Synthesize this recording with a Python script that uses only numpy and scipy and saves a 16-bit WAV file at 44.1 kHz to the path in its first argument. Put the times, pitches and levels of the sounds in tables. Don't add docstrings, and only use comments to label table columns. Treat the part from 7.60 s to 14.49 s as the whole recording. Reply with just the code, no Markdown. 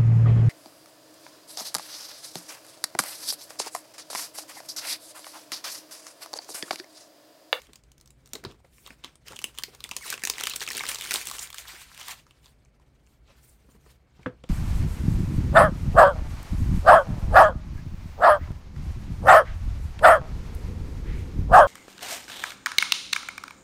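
import sys
import numpy as np
from scipy import signal
from scipy.fft import rfft, irfft, next_fast_len
from scipy.io import wavfile
from scipy.ndimage import uniform_filter1d, map_coordinates

SR = 44100
rng = np.random.default_rng(int(sys.argv[2]) if len(sys.argv) > 2 else 0)


def level_to_linear(level):
    exponent = np.asarray(level, float) / 20
    return 10 ** exponent


def file_out(sig):
    cols = np.atleast_2d(sig).T
    lim = np.clip(cols, -1, 1)
    pcm = np.round(lim * 32767).astype(np.int16)
    wavfile.write(sys.argv[1], SR, pcm)


N = 303849
OFF_S = 3.62

# [frequency_hz, density_db]
RUMBLE_SPECTRUM = [(12, -57), (20, -13), (63, 3.5), (88, -11), (138, -2.5), (177, -15.5), (228, -13),
                   (434, -21.5), (574, -21.5), (1000, -31.5), (2320, -35), (2820, -43), (16000, -66)]
# [frequency_hz, decay_s]
ROOM_DECAY = [(200, 0.34), (2000, 0.14), (10000, 0.16)]
# [start_s, peak_db, share_of_ring_time]
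SETDOWN = [
    (6.6595, -32, 0.93),
    (6.663, -24.5, 0.83),
    (6.839, -34.5, 0.26),
]
# [frequency_hz, level_db, decay_s]
DESK_MODES = [(120.4, -5.5, 0.15), (178, 1, 0.093), (258, -1, 0.091), (363, -15, 0.17), (500, -2, 0.13),
              (1530, -34, 0.22), (1730, -18, 0.063)]
# [start_s, peak_db, pitch_hz]
BOX_TAPS = [(0.089, -44.5, 320), (0.736, -39.5, 240), (0.753, -35, 433), (0.834, -41, 313),
            (0.849, -28, 368), (0.864, -33.5, 87), (0.898, -42.5, 330), (1.045, -49, 547),
            (1.304, -44, 265), (1.443, -42.5, 258), (1.706, -39.5, 327), (1.731, -44, 151),
            (2.082, -45, 387), (2.133, -49.5, 456), (2.364, -39.5, 437), (4.138, -48.5, 356),
            (2.801, -36, 360), (3.151, -36.5, 302), (3.544, -36, 474), (5.702, -49.5, 539),
            (6.046, -53, 189), (6.087, -48.5, 263), (6.149, -45.5, 152), (6.263, -49.5, 450),
            (6.592, -41, 151)]
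# [time_s, slip_rate_hz, level_db]
SQUEAKS = [
    [(2.411, 2050, -56), (2.417, 2180, -46), (2.427, 2180, -44), (2.435, 1880, -48), (2.445, 1450, -48),
     (2.454, 1260, -49), (2.466, 980, -52), (2.49, 560, -58)],
    [(2.899, 1800, -42), (2.906, 1420, -36), (2.915, 1270, -35), (2.928, 1800, -42)],
]
# [frequency_hz, density_db]
FILM_SPECTRUM = [(300, 5), (700, -3), (1500, -3.5), (3000, -2), (6000, -4), (9000, -4), (11000, -10.5),
                 (13000, -5.5), (15500, -6)]
# [time_s, rustle_db]
BUSY_HANDS = [(0, -63), (.26, -79.5), (1.63, -76.5), (1.72, -60.5), (2.1, -66), (2.4, -61), (2.8, -56),
              (3.1, -56), (3.45, -47.5), (3.85, -59), (4.3, -58.5), (4.56, -65.5), (4.63, -71),
              (4.96, -81.5), (5.4, -81), (5.6, -87), (6.89, -90.5)]
# [peak_s, peak_db, rise_s, fall_s, high_part_db]
SQUEEZES = [(1.679, -49, 0.023, 0.085, -11), (2.462, -50.5, 0.08, 0.078, 5.5),
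            (2.502, -38.5, 0.035, 0.1, -6.5), (2.925, -42, 0.36, .12, -7.5),
            (3.018, -35.5, 0.022, 0.037, -11), (3.12, -39, 0.019, 0.18, -7), (3.25, -47.5, 0.045, 0.22, -8),
            (3.292, -34, 0.013, 0.057, 1.5), (3.43, -47.5, 0.076, 0.49, 0), (3.512, -35, .008, 0.061, -3.5),
            (3.553, -34, 0.048, 0.082, 1.5), (3.74, -46.5, 1, 0.033, -2.5), (3.83, -44.5, 0.16, 0.057, 3.5),
            (3.991, -46, 0.04, 0.043, 0.5), (4.11, -47.5, 0.11, 0.11, -3.5),
            (4.221, -51, 0.41, 0.097, -1.5), (4.419, -46, 0.065, 0.097, -26.5),
            (4.512, -42, 0.25, 0.075, -5.5)]
# [peak_s, peak_db, rise_s, fall_s, high_part_db]
RUBS = [(.8, -67.5, 0.35, 0.052, -9), (.9, -58.5, 0.24, 0.068, -42), (1.2, -86, 0.2, 0.2, 23),
        (1.269, -56.5, 0.063, 0.15, -13), (1.46, -51.5, 0.067, 0.061, -45),
        (4.881, -64, 0.091, 0.057, -2.5), (5.49, -76.5, 0.11, 0.2, -1.5),
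        (5.679, -68.5, 0.089, 0.78, -27.5), (5.88, -73.5, 0.15, 0.12, 12), (6.121, -74.5, 0.19, 0.092, 1),
        (6.299, -65.5, 0.21, 0.14, -6), (6.635, -64.5, 0.23, 0.1, -21), (6.89, -71, 0.41, .1, -18)]
# [start_s, peak_db, ring_hz]
PEEL = [(.0179, -35.5, 2690), (.0688, -46, 3200), (.133, -34.5, 3520), (.157, -37, 6200),
        (.2367, -48, 6800), (.3174, -40.5, 6500), (.38, -44, 6340), (.4003, -50, 6140), (.411, -41, 8400),
        (.4586, -41.5, 8200), (.475, -41, 6400), (.5048, -40, 8200), (.6587, -40.5, 6500),
        (.6668, -48, 6500), (.6743, -43, 9560), (.691, -47, 7600), (.7338, -17.5, 6800),
        (.753, -24.5, 4000), (.9212, -47, 1240), (1.2737, -33.5, 3320)]
# [start_s, peak_db, ring_hz]
TOUCH = [(.839, -31.5, 1840), (.8497, -26.5, 3970), (.912, -41.5, 3250), (.944, -56, 1170),
         (1.0022, -54, 885), (1.048, -51, 2260), (1.1821, -43.5, 2250), (1.2629, -31.5, 3700),
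         (1.2775, -38.5, 1080), (1.305, -33, 1930), (1.4389, -29.5, 3400), (1.445, -24.5, 3920),
         (1.4766, -48, 2400), (1.5552, -41, 8300), (4.6665, -51, 5400), (4.6657, -49, 1110),
         (4.7085, -41, 3120), (4.858, -41.5, 4300), (4.865, -46, 3430), (4.881, -53, 4500),
         (5.0497, -50, 6870), (5.0568, -55.5, 2190), (5.1981, -54, 994), (5.4658, -53, 6550),
         (5.472, -52, 3020), (6.262, -50, 1295), (6.6306, -47.5, 2100)]
# [start_s, peak_db, ring_hz]
LANDING = [(6.6602, -19, 1596), (6.6625, -34.5, 3170), (6.6678, -30, 1690)]
# [contact_rows, high_part_db, low_part_db]
CONTACT_COLOURS = [(PEEL, -5, -14.5), (TOUCH, -21, -8), (LANDING, -52, -11)]
# [start_s, peak_db, ring_hz, high_part_db, low_part_db]
LAST_TAP = [(6.837, -48, 6850, -29, -2), (6.839, -39, 2975, -30, 2.5)]
# [start_s, peak_db,
# ring_hz, high_part_db, low_part_db]
FURTHER_SNAPS = [(1.8417, -21.5, 8500, -12, -13), (2.023, -35, 1570, -5, -7), (2.037, -23, 2340, -19, -11),
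                 (2.3124, -19, 2980, -15, -30), (0.7558, -30.5, 2000, -10, -15), (3.288, -13, 8300, 3, -29)]
# [start_s, peak_db, ring_hz, high_part_db, low_part_db]
GRIP = [(1.6828, -27.5, 3440, -5, -15), (4.8435, -50, 3520, -18, -21), (1.7214, -33.5, 1190, -6, -9),
        (1.732, -35.5, 1000, -19, -6), (1.7611, -31, 7360, -21, -23), (1.7646, -27, 3600, -6, -29),
        (1.7725, -44, 3010, -6, -24), (1.7901, -23.5, 3100, -9, -14), (1.8167, -28, 1400, -1, -18),
        (1.823, -33, 5900, -9, -25), (1.8415, -13, 3130, -0.5, -45), (1.9444, -43, 2580, -4, -6),
        (1.9496, -42.5, 3400, -3, -4), (1.9767, -32.5, 3190, -13, -10), (1.9855, -17, 3260, 0.5, -14),
        (1.9953, -34.5, 1190, -11, -17), (2.0354, -15.5, 4700, -2, -44), (2.093, -53, 2260, -7, -17),
        (2.1488, -34.5, 4000, 0.5, -21), (2.205, -30, 4270, -5, -10), (2.2401, -18, 3620, -0.5, -33),
        (2.2466, -31.5, 2050, -29, -18), (2.291, -27.5, 1170, 2, -22), (2.316, -26, 1020, -8, -22),
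        (2.3347, -37, 3140, -17, -16), (2.3654, -14.5, 7600, -5, -13.5), (2.3725, -27, 5340, -10, -20),
        (2.385, -35, 2800, -9, -19)]
# [start_s, peak_db, ring_hz, high_part_db, low_part_db]
DRAW = [(2.41, -36, 1020, -2, -17), (2.4243, -35, 2150, -1, -28), (2.4795, -28, 3500, -12, -24),
        (2.5021, -10.5, 7340, 0.5, -28.5), (2.511, -31, 7890, -2, -17.5), (2.526, -18, 1460, -10, -14),
        (2.532, -23.5, 2630, -7, -14), (2.54, -21.5, 2875, -16.5, -28), (2.5773, -28, 2370, -20, -5),
        (2.5952, -32, 2650, -4, -23), (2.6196, -32.5, 2330, -19, -14), (2.6287, -34.5, 1840, -19, -16),
        (2.6366, -14, 2130, -3.5, -29), (2.6516, -11, 6320, -3.5, -28), (2.6726, -13, 2854, -6, -12.5),
        (2.679, -29, 9170, -3, -6), (2.6985, -9.5, 5430, -7.5, -14), (2.7361, -30, 3410, -16, -20),
        (2.77, -37, 1030, -19, -15), (2.782, -21.5, 2310, -11, -8.5), (2.7903, -29, 3300, -13, -5),
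        (2.799, -22, 3360, -9, -24), (2.8054, -25, 3490, -16, -21), (2.8095, -16.5, 1160, 0, -19.5),
        (2.821, -26.5, 2280, -14.5, -12), (2.8341, -23, 3330, -7.5, -14), (2.8365, -11.5, 3400, -4, -11.5),
        (2.8551, -21, 2900, -11, -26.5), (2.8698, -12, 3240, -0.5, -8), (2.874, -23, 1970, -7, -26.5),
        (2.897, -13.5, 3920, 13.5, -30), (2.865, -25, 4800, -5.5, -27), (2.936, -22, 3770, -9.5, -9),
        (2.9613, -14.5, 9200, -1, -32), (2.9595, -18, 9500, 2, -28), (2.9983, -29, 7490, -8, -26.5)]
# [start_s, peak_db, ring_hz, high_part_db, low_part_db]
CRUSH = [(3.006, -22.5, 3900, -10, -20), (3.0149, -22.5, 1900, -12.5, -4), (3.0222, -21, 3300, -11.5, -12),
         (3.0275, -22.5, 2970, 1, -10.5), (3.036, -20.5, 1930, -4, -22), (3.0652, -26, 4000, -12, -15),
         (3.0759, -20.5, 2840, -12, -9.5), (3.0844, -27, 3250, -9, -22), (3.0879, -18, 2370, -6, -27),
         (3.1034, -20, 6030, -4, -10), (3.1094, -22.5, 2046, -14, -5), (3.117, -20.5, 2950, 10, -22),
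         (3.1312, -20.5, 3980, -1.5, -28), (3.15, -21, 4260, 0, -15.5), (3.1593, -26, 3830, -21, -19.5),
         (3.1691, -16, 8800, -5, -25), (3.1772, -19, 2010, -4.5, -37), (3.1815, -18, 2920, -13, -25),
         (3.194, -20.5, 3930, -12.5, -23), (3.201, -25, 2090, -25, -6), (3.2069, -18.5, 2055, -19.5, -4.5),
         (3.2153, -26.5, 2050, -13, -19), (3.236, -20, 1380, -13.5, -9),
         (3.2423, -41.5, 1980, -16.5, -19.5), (3.2542, -20.5, 2030, -8.5, -21),
         (3.2658, -19.5, 4060, -6, -19), (3.2755, -22.5, 3050, -8.5, -13.5), (3.28, -22.5, 9390, -2.5, -33),
         (3.29, -16.5, 3140, -7.5, -29), (3.294, -18.5, 3170, -10, -22.5)]
# [start_s, peak_db, ring_hz, high_part_db, low_part_db]
SQUASH = [(3.316, -19, 2810, -10.5, -13.5), (3.346, -16, 7580, -5, -14), (3.3568, -20.5, 3477, -10.5, -11),
          (3.3856, -23, 5560, -9.5, -25), (3.4004, -33.5, 3890, -9, -17), (3.4106, -17.5, 3120, -1, -32.5),
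          (3.421, -22.5, 3070, -7, -12), (3.4317, -41.5, 2904, -10, -5), (3.4411, -24, 2740, -8, -23),
          (3.4507, -24, 4090, -9, -13), (3.458, -26.5, 1455, -9, -17.5), (3.4632, -25.5, 2370, -5, -20.5),
          (3.472, -26, 2930, -5, -19.5), (3.4767, -30, 2800, -9, -22), (3.509, -10.5, 2544, -5.5, -15.5),
          (3.5178, -16.5, 1478, -4.5, -21.5), (3.533, -17.5, 2550, 2.5, -34),
          (3.5397, -10, 8640, -11.5, -25.5), (3.5484, -17.5, 1340, -4.5, -9),
          (3.5578, -14, 3980, -9.5, -13.5)]
# [start_s, peak_db, ring_hz, high_part_db, low_part_db]
AWAY = [(3.614, -25, 2400, -13, -22), (3.6314, -41, 8910, -3, -20), (3.6547, -20, 10210, 12, -27),
        (3.6707, -15.5, 3670, 8, -23), (3.6858, -23, 7940, -13, -11), (3.6991, -17, 9400, -9, -20),
        (3.7127, -18, 4560, 9.5, -1), (3.7666, -30, 8150, -18, -15), (3.7837, -25, 3040, -6, -8),
        (3.7914, -21.5, 7900, -17, -18), (3.7947, -23, 6600, -16, -16), (3.8116, -39, 1740, 2, -6),
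        (3.827, -32, 4670, -11, -19), (3.8728, -32, 4090, -7, -25), (3.9027, -26.5, 3480, 5, -12),
        (3.928, -30, 3550, -18, -8), (3.944, -24.5, 1490, -3, -33), (3.961, -41, 3830, -12, -21),
        (3.9831, -20.5, 3800, -4, -18), (4.0536, -35.5, 1740, -14, -8), (4.0815, -29, 3750, -1, -9),
        (4.1209, -37, 2410, 0, -13), (4.158, -41, 1890, -15, -21), (4.216, -41, 1340, -10, -23),
        (4.3161, -42, 1530, -19, -12), (4.3464, -33.5, 3070, -4, -26), (4.3769, -29.5, 2930, -11, -10),
        (4.397, -32, 2300, -2, -10), (4.4059, -31, 2860, -14, -19), (4.4122, -30, 2000, 1, -8),
        (4.4292, -33, 5600, -8, -12), (4.4375, -41, 2710, -14, -12), (4.483, -20.5, 1080, 10, -6.5),
        (4.492, -28.5, 2330, -19, 0)]


def unit(x):
    return x / np.sqrt(np.mean(x ** 2) + 1e-20)


def peak_one(rows):
    return rows / np.abs(rows).max(axis=1, keepdims=True)


def along(points, hz):
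    f, v = np.transpose(points)
    return np.interp(np.log(hz + 1), np.log(f + 1), v)


def curves(rows):
    s, *cols = np.transpose(rows)
    return [np.interp(np.arange(N) / SR, s, c) for c in cols]


def filtered(x, response):
    n = x.shape[-1]
    m = next_fast_len(n + 4096)
    return irfft(rfft(x, m) * response(np.fft.rfftfreq(m, 1 / SR)), m)[..., :n]


def resonance(centre_hz, width_hz):
    return lambda f: 1j * f * width_hz / (centre_hz ** 2 - f * f + 1j * f * width_hz + 1e-9)


def wobble(rate):
    return map_coordinates(rng.standard_normal(int(N * rate / SR) + 4), [np.arange(N) * rate / SR])


def placed(times, rows):
    at = np.round(np.asarray(times) * SR).astype(int)[:, None] + np.arange(rows.shape[1])
    return np.bincount(at.ravel(), rows.ravel(), N + SR)[:N]


def room_tone():
    shape = lambda f: level_to_linear(along(RUMBLE_SPECTRUM, f)) * (1 + 1.1 * resonance(2280, 120)(f))
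    noise = filtered(rng.standard_normal(N), shape)
    level_db = -60 + 0.19 * wobble(0.73)
    hum_db = -8.5 + 1.7 * wobble(6)
    hum_hz = 56 * (1 + 0.0498 * wobble(8.7))
    hum = np.sin(2 * np.pi * np.cumsum(hum_hz) / SR)
    return level_to_linear(level_db) * (unit(noise) + level_to_linear(hum_db) * hum)


def room(x):
    tails, turns_per_s = 5, 300
    hz, t, z = signal.stft(rng.standard_normal((tails, SR // 3)), SR, nperseg=256)
    z = z / np.sqrt(np.abs(z))
    decay = level_to_linear(-60 * t / along(ROOM_DECAY, hz)[:, None])
    tail = signal.istft(z * decay, SR, nperseg=256)[1]
    turn = np.arange(N) / SR * turns_per_s - np.arange(tails)[:, None]
    share = np.clip(1 - np.abs((turn + tails / 2) % tails - tails / 2), 0, 1)
    wet = signal.fftconvolve(x * share, tail / np.linalg.norm(tail[0]), axes=1)
    return np.pad(wet.sum(axis=0), (120, 0))[:N]


def setdown():
    s, db, free = np.transpose(SETDOWN)[:, :, None]
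    t = np.arange(SR // 3) / SR
    ring = 0
    for hz, level_db, t60 in DESK_MODES:
        mode_db = level_db + rng.normal(0, 1, s.shape) - 60 * t / (free * t60)
        ring = ring + level_to_linear(mode_db) * np.sin(2 * np.pi * hz * t)
    ring = ring * (1 - np.exp(-t / 0.0027))
    puff = rng.standard_normal((len(s), len(t))) * level_to_linear(-60 * t / (0.17 * free))
    hollow = lambda f: resonance(330, 400)(f) ** 2 + 0.1 * resonance(1600, 1500)(f) ** 2
    rattle = 0.5 * peak_one(filtered(puff, hollow))
    return placed(s[:, 0], level_to_linear(db) * (1.28 * ring + rattle))


def taps():
    s, db, hz = np.transpose(BOX_TAPS)[:, :, None]
    t = np.arange(SR // 5) / SR
    puff = rng.standard_normal((len(s), len(t))) * level_to_linear(-60 * t / .05) * (1 - np.exp(-t / 0.0026))
    puff = filtered(filtered(puff, resonance(1.6 * hz, 8.6 * hz)), resonance(hz, hz))
    body = level_to_linear(-60 * t / 0.037) * np.sin(2 * np.pi * hz * t) * (1 - np.exp(-t / 0.00014))
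    return placed(s[:, 0], level_to_linear(db) * (0.85 * body + 0.82 * peak_one(puff)))


def squeak(rows, weights_db):
    hz, db = curves(rows)
    phase = 2 * np.pi * np.cumsum(hz * (1 + .02 * wobble(350))) / SR
    tone = 0
    for k, weight_db in enumerate(weights_db):
        overtone_db = weight_db + (1.5 + k) * wobble(90)
        tone = tone + level_to_linear(overtone_db) * np.sin((k + 1) * phase)
    t = np.arange(N) / SR
    slipping = (t > rows[0][0]) * (t < rows[-1][0])
    return level_to_linear(db) * filtered(tone * slipping, lambda f: 1 / (1 + (f / 8000) ** 4))


def strokes():
    s, db, rise, fall, high_db = np.transpose(SQUEEZES + RUBS)[:, :, None]
    t = np.arange(0, N + 64, 64) / SR
    drop_db = 23.5
    swell = level_to_linear(db - drop_db * np.where(t < s, (s - t) / rise, (t - s) / fall)) ** 2
    busy_db = np.interp(t, *np.transpose(BUSY_HANDS))
    busy = level_to_linear(busy_db) ** 2
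    power = busy + swell.sum(axis=0)
    busy_high_db = -6.5 + 0.14 * (busy_db + 72)
    high = busy * level_to_linear(busy_high_db) ** 2 + (swell * level_to_linear(high_db) ** 2).sum(axis=0)
    skin = swell[len(SQUEEZES):].sum(axis=0) / power
    rows = np.transpose([t, 10 * np.log10(power), 10 * np.log10(high / power), skin])
    level_db, high_db, skin = curves(rows)
    low_db = -5 - 0.38 * (level_db + 63.5)
    return level_db, low_db, high_db, skin


def crackle(count):
    s, pitch, size, life = rng.random((count, 4)).T[:, :, None]
    t = np.arange(128) / SR
    hz = 800 * 18 ** pitch
    level_db = -5.5 * np.log(size + 0.054) - 60 * t * hz / (5 + 9 * life)
    grains = level_to_linear(level_db) * np.sin(2 * np.pi * hz * t)
    return unit(placed(s[:, 0] * N / SR, grains * np.sqrt(hz)))


def crumple():
    level_db, low_db, high_db, skin = strokes()
    t = np.arange(N) / SR
    grainy = np.clip((level_db + 68) / 25, 0, .55) * np.where(t < OFF_S, 1, .8)
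    mixed = (grainy * crackle(count=12000) + rng.standard_normal(N)) / np.sqrt(1 + grainy ** 2)

    z = signal.stft(mixed, nperseg=128)[2]
    field = uniform_filter1d(rng.standard_normal(z.shape), size=3, axis=0)
    field = uniform_filter1d(field, size=8, axis=1)
    rustle = signal.istft(z * level_to_linear(2.8 * unit(field)), nperseg=128)[1][:N]
    rustle = rustle * level_to_linear(2.7 * wobble(45))

    def band(low_hz, high_hz):
        skirts = lambda f: np.sqrt((1 + (low_hz / (f + 1)) ** 6) * (1 + (f / high_hz) ** 6))
        return unit(filtered(rustle, lambda f: level_to_linear(along(FILM_SPECTRUM, f)) / skirts(f)))

    free_film = (t > OFF_S + .2) & (level_db > -66)
    low = np.where(free_film, band(630, 1830), band(380, 1400))
    parts = band(1600, 5300) + level_to_linear(low_db) * low + level_to_linear(high_db) * band(9400, 10000)
    parts += level_to_linear(high_db - 4.5) * (skin + 0.16) * band(12000, 22000)
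    return level_to_linear(level_db) * parts


def snaps():
    light = [(*row, *colour_db) for rows, *colour_db in CONTACT_COLOURS for row in rows]
    events = light + LAST_TAP + FURTHER_SNAPS + GRIP + DRAW + CRUSH + SQUASH + AWAY
    s, db, hz, high_db, low_db = np.transpose(events)[:, :, None]
    high_db = high_db + 2 * rng.standard_normal(s.shape)
    t = np.arange(1024) / SR

    length_s = .0105 * level_to_linear(1.5 * rng.standard_normal(s.shape))
    noise, clusters = rng.standard_normal((2, len(s), len(t)))
    spiky = noise * level_to_linear(2.7 * uniform_filter1d(clusters, size=12, axis=1))
    decay = level_to_linear(-60 * t / length_s) + .06 * level_to_linear(-60 * t / .04)
    burst = spiky * decay * (1 - np.exp(-t / .0002))
    click = 1.28 * level_to_linear(.2 * (db + 22)) * np.abs(burst).max(axis=1, keepdims=True)
    burst = burst + click * (np.arange(len(t)) == 8)

    def twice(centre_hz, width_hz):
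        return peak_one(filtered(burst, lambda f: resonance(centre_hz, width_hz)(f) ** 2))

    patch = 0.34 * twice(hz, 0.53 * hz)
    broad = level_to_linear(0.44 * high_db) * twice(5530, 11000)
    box = level_to_linear(-26.5) * (s < OFF_S) * twice(400, 530)
    edge_hz = np.clip(45000 * level_to_linear(0.48 * high_db), 2600, 30000)
    body = filtered(patch + broad + box, lambda f: 1 / (1 + 1j * f / edge_hz) ** 3)
    low = level_to_linear(low_db - 4.0) * twice(1130, 600)
    high = level_to_linear(high_db - 2.5) * twice(9420, 14000)
    return placed(s[:, 0], level_to_linear(db) * peak_one(peak_one(body) + high + low))


def scene():
    faint_squeak = squeak(SQUEAKS[0], [2, -14, -6, -2, -6, -9, -10, -12])
    loud_squeak = squeak(SQUEAKS[1], [-16, 0, -4, -11, -12])
    port = lambda f: 1 - 0.58 * resonance(11300, 2600)(f)
    hits = filtered(snaps(), port) + taps() + faint_squeak + loud_squeak
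    rustle = crumple()
    thud = setdown()
    wet = room(level_to_linear(-8.5) * hits + level_to_linear(-6.0) * rustle + 0.1 * thud)
    return (hits + rustle + thud + wet + room_tone())[None]


def top_cut(x):
    return signal.sosfilt(signal.butter(12, 16990, fs=SR, output="sos"), x)


def record(dry):
    band_limit = lambda f: 1j * f / (25 + 1j * f) / np.sqrt(1 + (f / 15750) ** 120)
    return top_cut(filtered(dry, band_limit))


dry = scene()
out = record(dry)
file_out(out)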